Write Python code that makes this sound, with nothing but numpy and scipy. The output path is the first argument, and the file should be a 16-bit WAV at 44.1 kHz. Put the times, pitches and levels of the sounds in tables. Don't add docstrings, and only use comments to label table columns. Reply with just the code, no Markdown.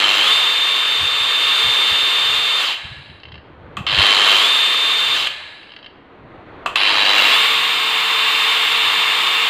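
import sys
import numpy as np
from scipy import signal
from scipy.io import wavfile
from scipy.ndimage import uniform_filter1d

SR = 44100
rng = np.random.default_rng(int(sys.argv[2]) if len(sys.argv) > 2 else 0)


def generate_wav(signal):
    frames = np.transpose(np.atleast_2d(signal))
    scaled = np.clip(frames, -1, 1) * 32767
    pcm = np.round(scaled).astype(np.int16)
    wavfile.write(sys.argv[1], SR, pcm)


def natural_amplitude(level_db):
    exponent = np.asarray(level_db, float) / 20
    return 10 ** exponent


N = 418641
T = np.arange(N) / SR
HZ = np.fft.rfftfreq(8192, 1 / SR)
TURNED_S, TOP_HZ = 6.2, 450
OVER = T > TURNED_S


def evened(x):
    return x / np.sqrt(np.mean(x ** 2) + 1e-20)


def read(points, hz):
    f, value = np.transpose(points)
    return np.interp(np.log(hz + 1), np.log(f + 1), value)


def coloured(x, gain):
    log_gain = np.log(np.maximum(gain, 1e-5))
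    circle = np.concatenate([log_gain, log_gain[-2:0:-1]])
    taps = np.fft.ifft(np.exp(np.conj(signal.hilbert(circle)))).real[:4096]
    return signal.oaconvolve(x, taps)[:len(x)]


def ring(hz, width):
    return 1 / (1 + (2 * (HZ - hz) / width) ** 2)


def wobble(rate_hz):
    pole = np.exp(-2 * np.pi * rate_hz / SR)
    return evened(signal.lfilter([1], [1, -pole], rng.standard_normal(N)))


# [power on t/s, release t/s, top shaft speed f/Hz]
RUNS = [
    (-.305, 2.61, 449.6),
    (3.866, 5.15, 449.6),
    (6.756, 9.9, 449.9),
]
# [t/s after power on, share of top speed]
SOFT_START = [(0, .04), (.094, .166), (.144, .238), (.244, .407), (.344, .574), (.444, .74), (.544, .9),
              (.622, 1)]
# [t/s after release, share of top speed]
BRAKING = [(0, 1), (.018, .86), (.05, .71), (.105, .45), (.135, .28), (.19, .14), (.3, .078), (.44, .036),
           (.74, 0)]


def motion():
    speed, pull = np.zeros(N), np.zeros(N)
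    for on, off, top_hz in RUNS:
        rise = np.interp(T - on, *np.transpose(SOFT_START), left=0)
        share = rise * np.interp(T - off, *np.transpose(BRAKING))
        speed += top_hz * share
        pull += (T > on) * (T < on + SOFT_START[-1][0])
        pull -= 1. * (T > off) * (share > 0)
    return speed, pull


# [t/s, gear head level/dB]
EFFORT = [
    [(0, -14), (.2, -18.5), (.3, -16), (.53, -20), (1.15, -21), (1.61, -18), (2.6, -20.5)],
    [(3.87, -20.5), (3.93, -17), (4.02, -11.5), (4.35, -15.5), (4.75, -19.5), (5.15, -20)],
    [(6.76, -18.5), (6.86, -16), (7.4, -15), (7.64, -18.5), (8.08, -18.5), (8.4, -17), (9.49, -18.5)],
]


def effort_db():
    out = np.zeros(N)
    for (on, off, top_hz), rows in zip(RUNS, EFFORT):
        out = np.where(T >= on, np.interp(T, *np.transpose(rows)), out)
    return out


# [t/s after release, level/dB]
RUN_DOWN = [(0, 0.5), (.12, -3.5), (.145, -12.5), (.33, -17.5), (.55, -28), (.63, -36)]


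def layer_gains(speed, pull, coast):
    down_db = np.full(N, -120.)
    for on, off, top_hz in RUNS:
        fall = np.interp(T - off, *np.transpose(RUN_DOWN), right=-120)
        down_db = np.where(T >= on, fall, down_db)
    halvings = np.log2(TOP_HZ / np.maximum(speed, 5))
    braking = pull < 0
    head = uniform_filter1d(natural_amplitude(effort_db() + down_db), size=60)
    body_db = np.where(OVER, -7.5, -8) - halvings + 3 * coast - 2 * braking
    fan_db = -16.5 - (3.1 - 0.5 * coast) * halvings + 0.5 * braking
    return head, head * natural_amplitude(body_db), head * natural_amplitude(fan_db)


# [f/Hz, level/dB per Hz]
STRAIN_UP = [(88, -35), (150, -25), (395, -13), (1100, -8.5), (2350, -5.5), (3200, -3.5), (4200, -3),
             (4800, -15), (5500, -24), (7520, -29.5), (9800, -41), (12000, -46.5), (15400, -42)]
FREE_UP = [(88, -64.5), (150, -39.5), (453, -23.5), (764, -24), (1130, -17), (1510, -16.5), (2540, -7),
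           (3330, -5), (3530, -5), (3820, -7), (4630, -14.5), (5410, -24.5), (7090, -22.5), (9860, -31.5),
           (15400, -35.5)]
STRAIN_OVER = [(88, -30), (150, -23), (300, -8.5), (750, -3), (900, 1), (1480, -8), (2800, -4),
               (4120, -7.5), (4800, -11.5), (5620, -22), (7500, -29), (10500, -44), (15400, -36)]
FREE_OVER = [(88, -59), (150, -25), (395, -15.5), (444, -15), (642, -14.5), (1040, -4), (1510, -7.5),
             (2740, -1), (3330, -1.5), (3530, -3.5), (3820, -4.5), (5620, -19.5), (7230, -16), (10500, -26),
             (15400, -22.5)]
COAST = [(150, -41), (600, -6), (1000, -6), (1400, -8), (2400, -4.5), (3400, -8), (4400, -9.5), (5300, -33),
         (6000, -34), (8000, -29), (10000, -41), (15400, -57)]
# [f/Hz, width f/Hz, level/dB above each of the five colours in turn]
HEAD_RINGS = [(1100, 100, 4, 4, 4, 5, -3), (1255, 50, 1, 3, 1, 2, -6), (1700, 100, -3, -3, 1, -3, 8),
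              (2145, 50, 3, 3, -3, 3, 3), (2765, 55, 9, 6, 9, 5, 7), (3105, 75, 13, 3, 7, -3, 3),
              (3930, 60, -1, -3, 11, -3, 12), (5020, 50, 9, -1, -9, -9, 12), (7450, 150, 8, 1, 5, 3, -3),
              (10900, 700, 8, -9, -6, -9, -9)]


def rattle(speed, pull):
    half_wave_hz = 100.2
    phase = np.where(T < 3, .24, np.where(OVER, .79, .58))
    surge = np.exp(np.cos(2 * np.pi * (half_wave_hz * T - phase)))

    pulling = uniform_filter1d((pull > 0) * np.clip((440 - speed) / 160, 0, 1), size=800)
    coast = uniform_filter1d(1. * (pull < 0) * (speed < 90), size=1500)
    gripping = uniform_filter1d(1. * (pull < 0), size=1500) - coast
    strain = np.maximum(pulling, 0.4 * gripping)
    free = 1 - strain - coast
    shares = [strain * ~OVER, free * ~OVER, strain * OVER, free * OVER, coast]

    hits = rng.random(N) < 1200 * surge / SR
    hit_db = 2.5 * np.minimum(rng.exponential(1, N), 2.5)
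    impacts = hits * rng.standard_normal(N) * natural_amplitude(hit_db)
    hammering = .25 + .55 * pulling
    hiss = rng.standard_normal(N) * (1 + (.04 + .33 * pulling) * (surge - 1.3))
    drive = (hiss + hammering * evened(impacts)) / np.sqrt(1 + hammering ** 2)
    drive = drive * natural_amplitude(0.27 * wobble(27))

    low = 1 / (1 + (HZ / 1500) ** 8)
    high = 1 / (1 + (5400 / (HZ + 1)) ** 16)
    parts = [(1 - low) * (1 - high), low, high]
    level_bands = [(HZ > 1600) & (HZ < 3450), (HZ > 250) & (HZ < 1500), HZ > 5500]
    levels = layer_gains(speed, pull, coast)
    out = np.zeros(N)
    for state, colour in enumerate([STRAIN_UP, FREE_UP, STRAIN_OVER, FREE_OVER, COAST]):
        rings = sum(natural_amplitude(r[2 + state]) ** 2 * ring(r[0], r[1]) for r in HEAD_RINGS)
        power = natural_amplitude(read(colour, HZ)) ** 2 * (1 + rings)
        stir = drive * np.sqrt(np.clip(shares[state], 0, 1))
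        for part, band, level in zip(parts, level_bands, levels):
            out += coloured(stir * level, np.sqrt(power * part / np.mean(power * band)))
    return out * natural_amplitude(-1.0)


# [multiple of shaft speed, level/dB re whine spindle up, level/dB re whine turned over]
SHAFT_ORDERS = [(1, -27, -18), (2, -26, -18), (4, -20, -19), (36 / 7, -24, -10), (43 / 7, -16, -12),
                (54 / 7, -18, -22), (8, 0, 0), (9, -26, -17), (10, -20, -28), (16, -37, -32),
                (20, -35, -28), (30, -48, -41), (40, -33, -28)]
# [f/Hz, level/dB]
RADIATES = [(200, -16), (1100, -4), (1500, -8), (2800, 0), (3600, 0), (4300, 5), (4800, 0), (5600, -18),
            (9000, -22), (10500, -27), (12000, -20), (18000, -22)]
PULL_AND_BRAKE = {4: (12, 37, 6), 8: (5, 15, -40), 16: (0, 0, 6), 20: (-5, 12, -9), 30: (0, 6, -6),
                  40: (11, 15, -1)}


def whine(speed, pull):
    braking, jerk = pull < 0, abs(pull)
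    pace = speed / TOP_HZ
    lag = np.clip(1 - pace, 0, 1)
    strain_db = np.where(OVER, -9.5, -13.5) * np.sqrt(lag)
    level_db = effort_db() + np.where(OVER, -5.5, 0.9) + np.where(braking, -0.5, strain_db)
    level = uniform_filter1d(natural_amplitude(level_db), size=400)
    turns = np.cumsum(speed * (1 + 0.00024 * wobble(4.1))) / SR
    swell = pace ** np.where(braking, .6, .8)
    current = np.where(braking, np.clip(speed / 60 - 2.5, 0, 1), 1) * natural_amplitude(4 * jerk * wobble(40))
    loaded = pace ** np.where(braking, 14, 2.2) * natural_amplitude(2 * jerk * wobble(30))
    out = np.zeros(N)
    for multiple, up_db, over_db in SHAFT_ORDERS:
        gain_db = np.where(OVER, over_db, up_db)
        gain_db = gain_db + read(RADIATES, multiple * speed) - read(RADIATES, multiple * TOP_HZ)
        source = loaded if multiple < 18 else current
        if multiple in PULL_AND_BRAKE:
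            pull_db, pull_over_db, brake_db = PULL_AND_BRAKE[multiple]
            brake_tone = current * natural_amplitude(brake_db) + source * (multiple == 8)
            pull_tone = source * natural_amplitude(np.sqrt(lag) * np.where(OVER, pull_over_db, pull_db))
            source = np.where(braking, brake_tone, pull_tone)
        tone = np.cos(2 * np.pi * (multiple * turns + rng.random()))
        out += natural_amplitude(gain_db + .9 * wobble(10)) * source * tone
    return np.sqrt(2) * level * swell * out


def drive_song(speed, pull):
    switching_hz = 9955
    turns = np.cumsum(speed) / SR
    pulling_db = np.where(OVER, -47, -58) - 14 * (speed / TOP_HZ) ** 2
    level_db = np.where(pull > 0, pulling_db, np.where(pull < 0, -78, -62))
    level = uniform_filter1d(natural_amplitude(level_db) * (speed > 3), size=1500)
    level = level * np.clip(speed / 14, 0, 1) ** 1.5 * natural_amplitude(2.5 * wobble(30))
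    first_brake = (pull < 0) & (T < 4)
    lower = np.where(first_brake, .4, 1) * np.cos(2 * np.pi * (switching_hz * T - 4 * turns))
    upper = np.where(first_brake, 1.3, .65) * np.cos(2 * np.pi * (switching_hz * T + 4 * turns))
    return level * (lower + upper)


def add(mix, s, peak_db, shake, gain):
    sound = coloured(shake, gain * HZ / (HZ + 400))
    mix[round(s * SR):][:len(sound)] += natural_amplitude(peak_db) * sound / abs(sound).max()


# [t/s, peak level/dB, dullness 0 gear blow to 1 switch clack, t60 t/s]
KNOCKS = [
    (2.743, -13.5, 0.3, 0.08),
    (3.866, -14, 0.95, 0.13),
    (5.271, -6, 0.44, 0.063),
    (6.758, 0.5, 0.67, 0.088),
    (3.769, -15, 0.92, 0.21),
    (6.66, -5, 1, 0.2),
]
# [f/Hz, width f/Hz, gear blow level/dB, switch clack level/dB]
KNOCK_RINGS = [(400, 300, -22, -10), (680, 250, -18, -6), (1170, 260, -12, 2), (1800, 700, -7, -17),
               (2650, 320, -6, -7), (3100, 600, 0, -16), (4000, 1000, -6, -27), (7300, 2200, -21, -27),
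               (12000, 8000, -27, -38)]
# [t/s, peak level/dB]
TICKS = [(3.0594, -34), (3.0994, -35), (3.1994, -36), (3.2335, -26), (3.253, -26), (3.2849, -33),
         (3.3194, -30), (3.3413, -29), (3.3544, -28), (3.3782, -33), (5.6294, -32), (5.669, -33),
         (5.6925, -33), (5.7044, -31), (5.7184, -28), (5.7374, -29), (5.7638, -25), (5.7887, -32),
         (5.8277, -31), (5.8436, -27), (5.8616, -26)]
# [f/Hz, width f/Hz, level/dB]
TICK_RINGS = [(1000, 900, -12), (1700, 400, -8), (2100, 400, -7), (2750, 300, -2), (3080, 300, 0),
              (3930, 300, -9), (4500, 500, -15), (5050, 150, -19), (6200, 300, -42)]


def knocks():
    out, t = np.zeros(N + SR), np.arange(SR // 4) / SR
    for s, peak_db, dull, t60 in KNOCKS:
        power = sum(natural_amplitude((1.5 - dull) * blow_db + dull * clack_db) ** 2 * ring(hz, width) ** 2
                    for hz, width, blow_db, clack_db in KNOCK_RINGS)
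        decay = natural_amplitude(-60 * t / .015) + .4 * natural_amplitude(-60 * t / t60)
        add(out, s, peak_db, rng.standard_normal(len(t)) * decay, np.sqrt(power))
    power = sum(natural_amplitude(db) ** 2 * ring(hz, width) ** 2 for hz, width, db in TICK_RINGS)
    decay = natural_amplitude(-60 * t / .025) + .2 * natural_amplitude(-60 * t / .08)
    for s, peak_db in TICKS:
        add(out, s, peak_db, rng.standard_normal(len(t)) * decay, np.sqrt(power))
    return out[:N]


def room(x):
    taps = np.zeros(SR // 2)
    at = np.arange(200, len(taps) - 20, 20)
    taps[at + rng.integers(0, 20, len(at))] = rng.choice([-1., 1.], len(at))
    hz, t, z = signal.stft(taps, SR, nperseg=256)
    t60 = read([(300, 0.54), (3000, 0.69), (12000, 0.45)], hz)[:, None]
    tail = signal.istft(z * natural_amplitude(-60 * t / t60), SR, nperseg=256)[1]
    return signal.oaconvolve(x, tail / np.linalg.norm(tail))[:N]


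# [f/Hz, level/dB per Hz]
FLOOR_COLOUR = [(150, -9.5), (300, -1), (700, -6), (1200, -8.5), (2000, -14.5), (3200, -23.5),
                (4300, -30.5), (5000, -46.5), (6000, -51), (14000, -70)]
# [f/Hz, level/dB]
RUMBLE_COLOUR = [(20, -67), (45, -6.5), (75, 6.5), (130, 4), (200, -5), (400, -45), (1500, -88)]
# [centre t/s, peak level/dB, half length t/s]
GUSTS = [(.2, -59, 0.49), (1.024, -38, 0.036), (1.197, -50, .1), (1.452, -51, 0.037), (1.673, -35.5, 0.031),
         (1.927, -35, 0.016), (2.035, -48, .02), (2.32, -45, 0.092), (2.857, -35, 0.017),
         (2.919, -36.5, 0.015), (3.0, -37.5, 0.028), (3.118, -44, .06), (3.284, -45, 0.029),
         (3.354, -37, .035), (3.584, -45.5, 0.12), (3.7, -42, .035), (3.797, -28, 0.024), (3.86, -45, .025),
         (3.928, -34, 0.028), (4, -25.5, 0.024), (5.15, -54, .2), (6.237, -43, 0.037), (6.496, -52, 0.23),
         (6.99, -47, 0.059), (7.55, -54, .06), (8.875, -51, 0.043)]


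def room_floor():
    floor_db, hold_s, rise_db_per_s, calm_db = -53.5, 0.2, 12, -60.5
    waited = np.zeros(N)
    for on, off, top_hz in RUNS:
        waited = np.where(T >= on, np.maximum(T - off - hold_s, 0), waited)
    air = evened(coloured(rng.standard_normal(N), natural_amplitude(read(FLOOR_COLOUR, HZ))))
    air = air * natural_amplitude(.6 * wobble(8))
    lumps = evened(coloured(rng.standard_normal(N), natural_amplitude(read(RUMBLE_COLOUR, HZ))))
    slow = T[::64]
    gusts = natural_amplitude(calm_db) + sum(natural_amplitude(db) * np.exp(-((slow - s) / half_s) ** 2) for s, db, half_s in GUSTS)
    return air * natural_amplitude(floor_db + rise_db_per_s * waited) + lumps * np.interp(T, slow, gusts)


def scene():
    speed, pull = motion()
    blows, noise = knocks(), rattle(speed, pull)
    tones = whine(speed, pull) + drive_song(speed, pull)
    echo = room(natural_amplitude(-10.0) * noise + natural_amplitude(-8.5) * blows)
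    return (tones + noise + blows + echo + room_floor())[None]


def low_pass(x):
    return signal.sosfilt(signal.butter(12, 15940, fs=SR, output="sos"), x)


def record(dry):
    edge = signal.firwin(801, 15520, window=("kaiser", 9), fs=SR)
    limited = 1.1 * np.tanh(dry / 1.1)
    mix = signal.oaconvolve(limited, edge[None], "same")
    return low_pass(mix)


dry = scene()
out = record(dry)
generate_wav(out)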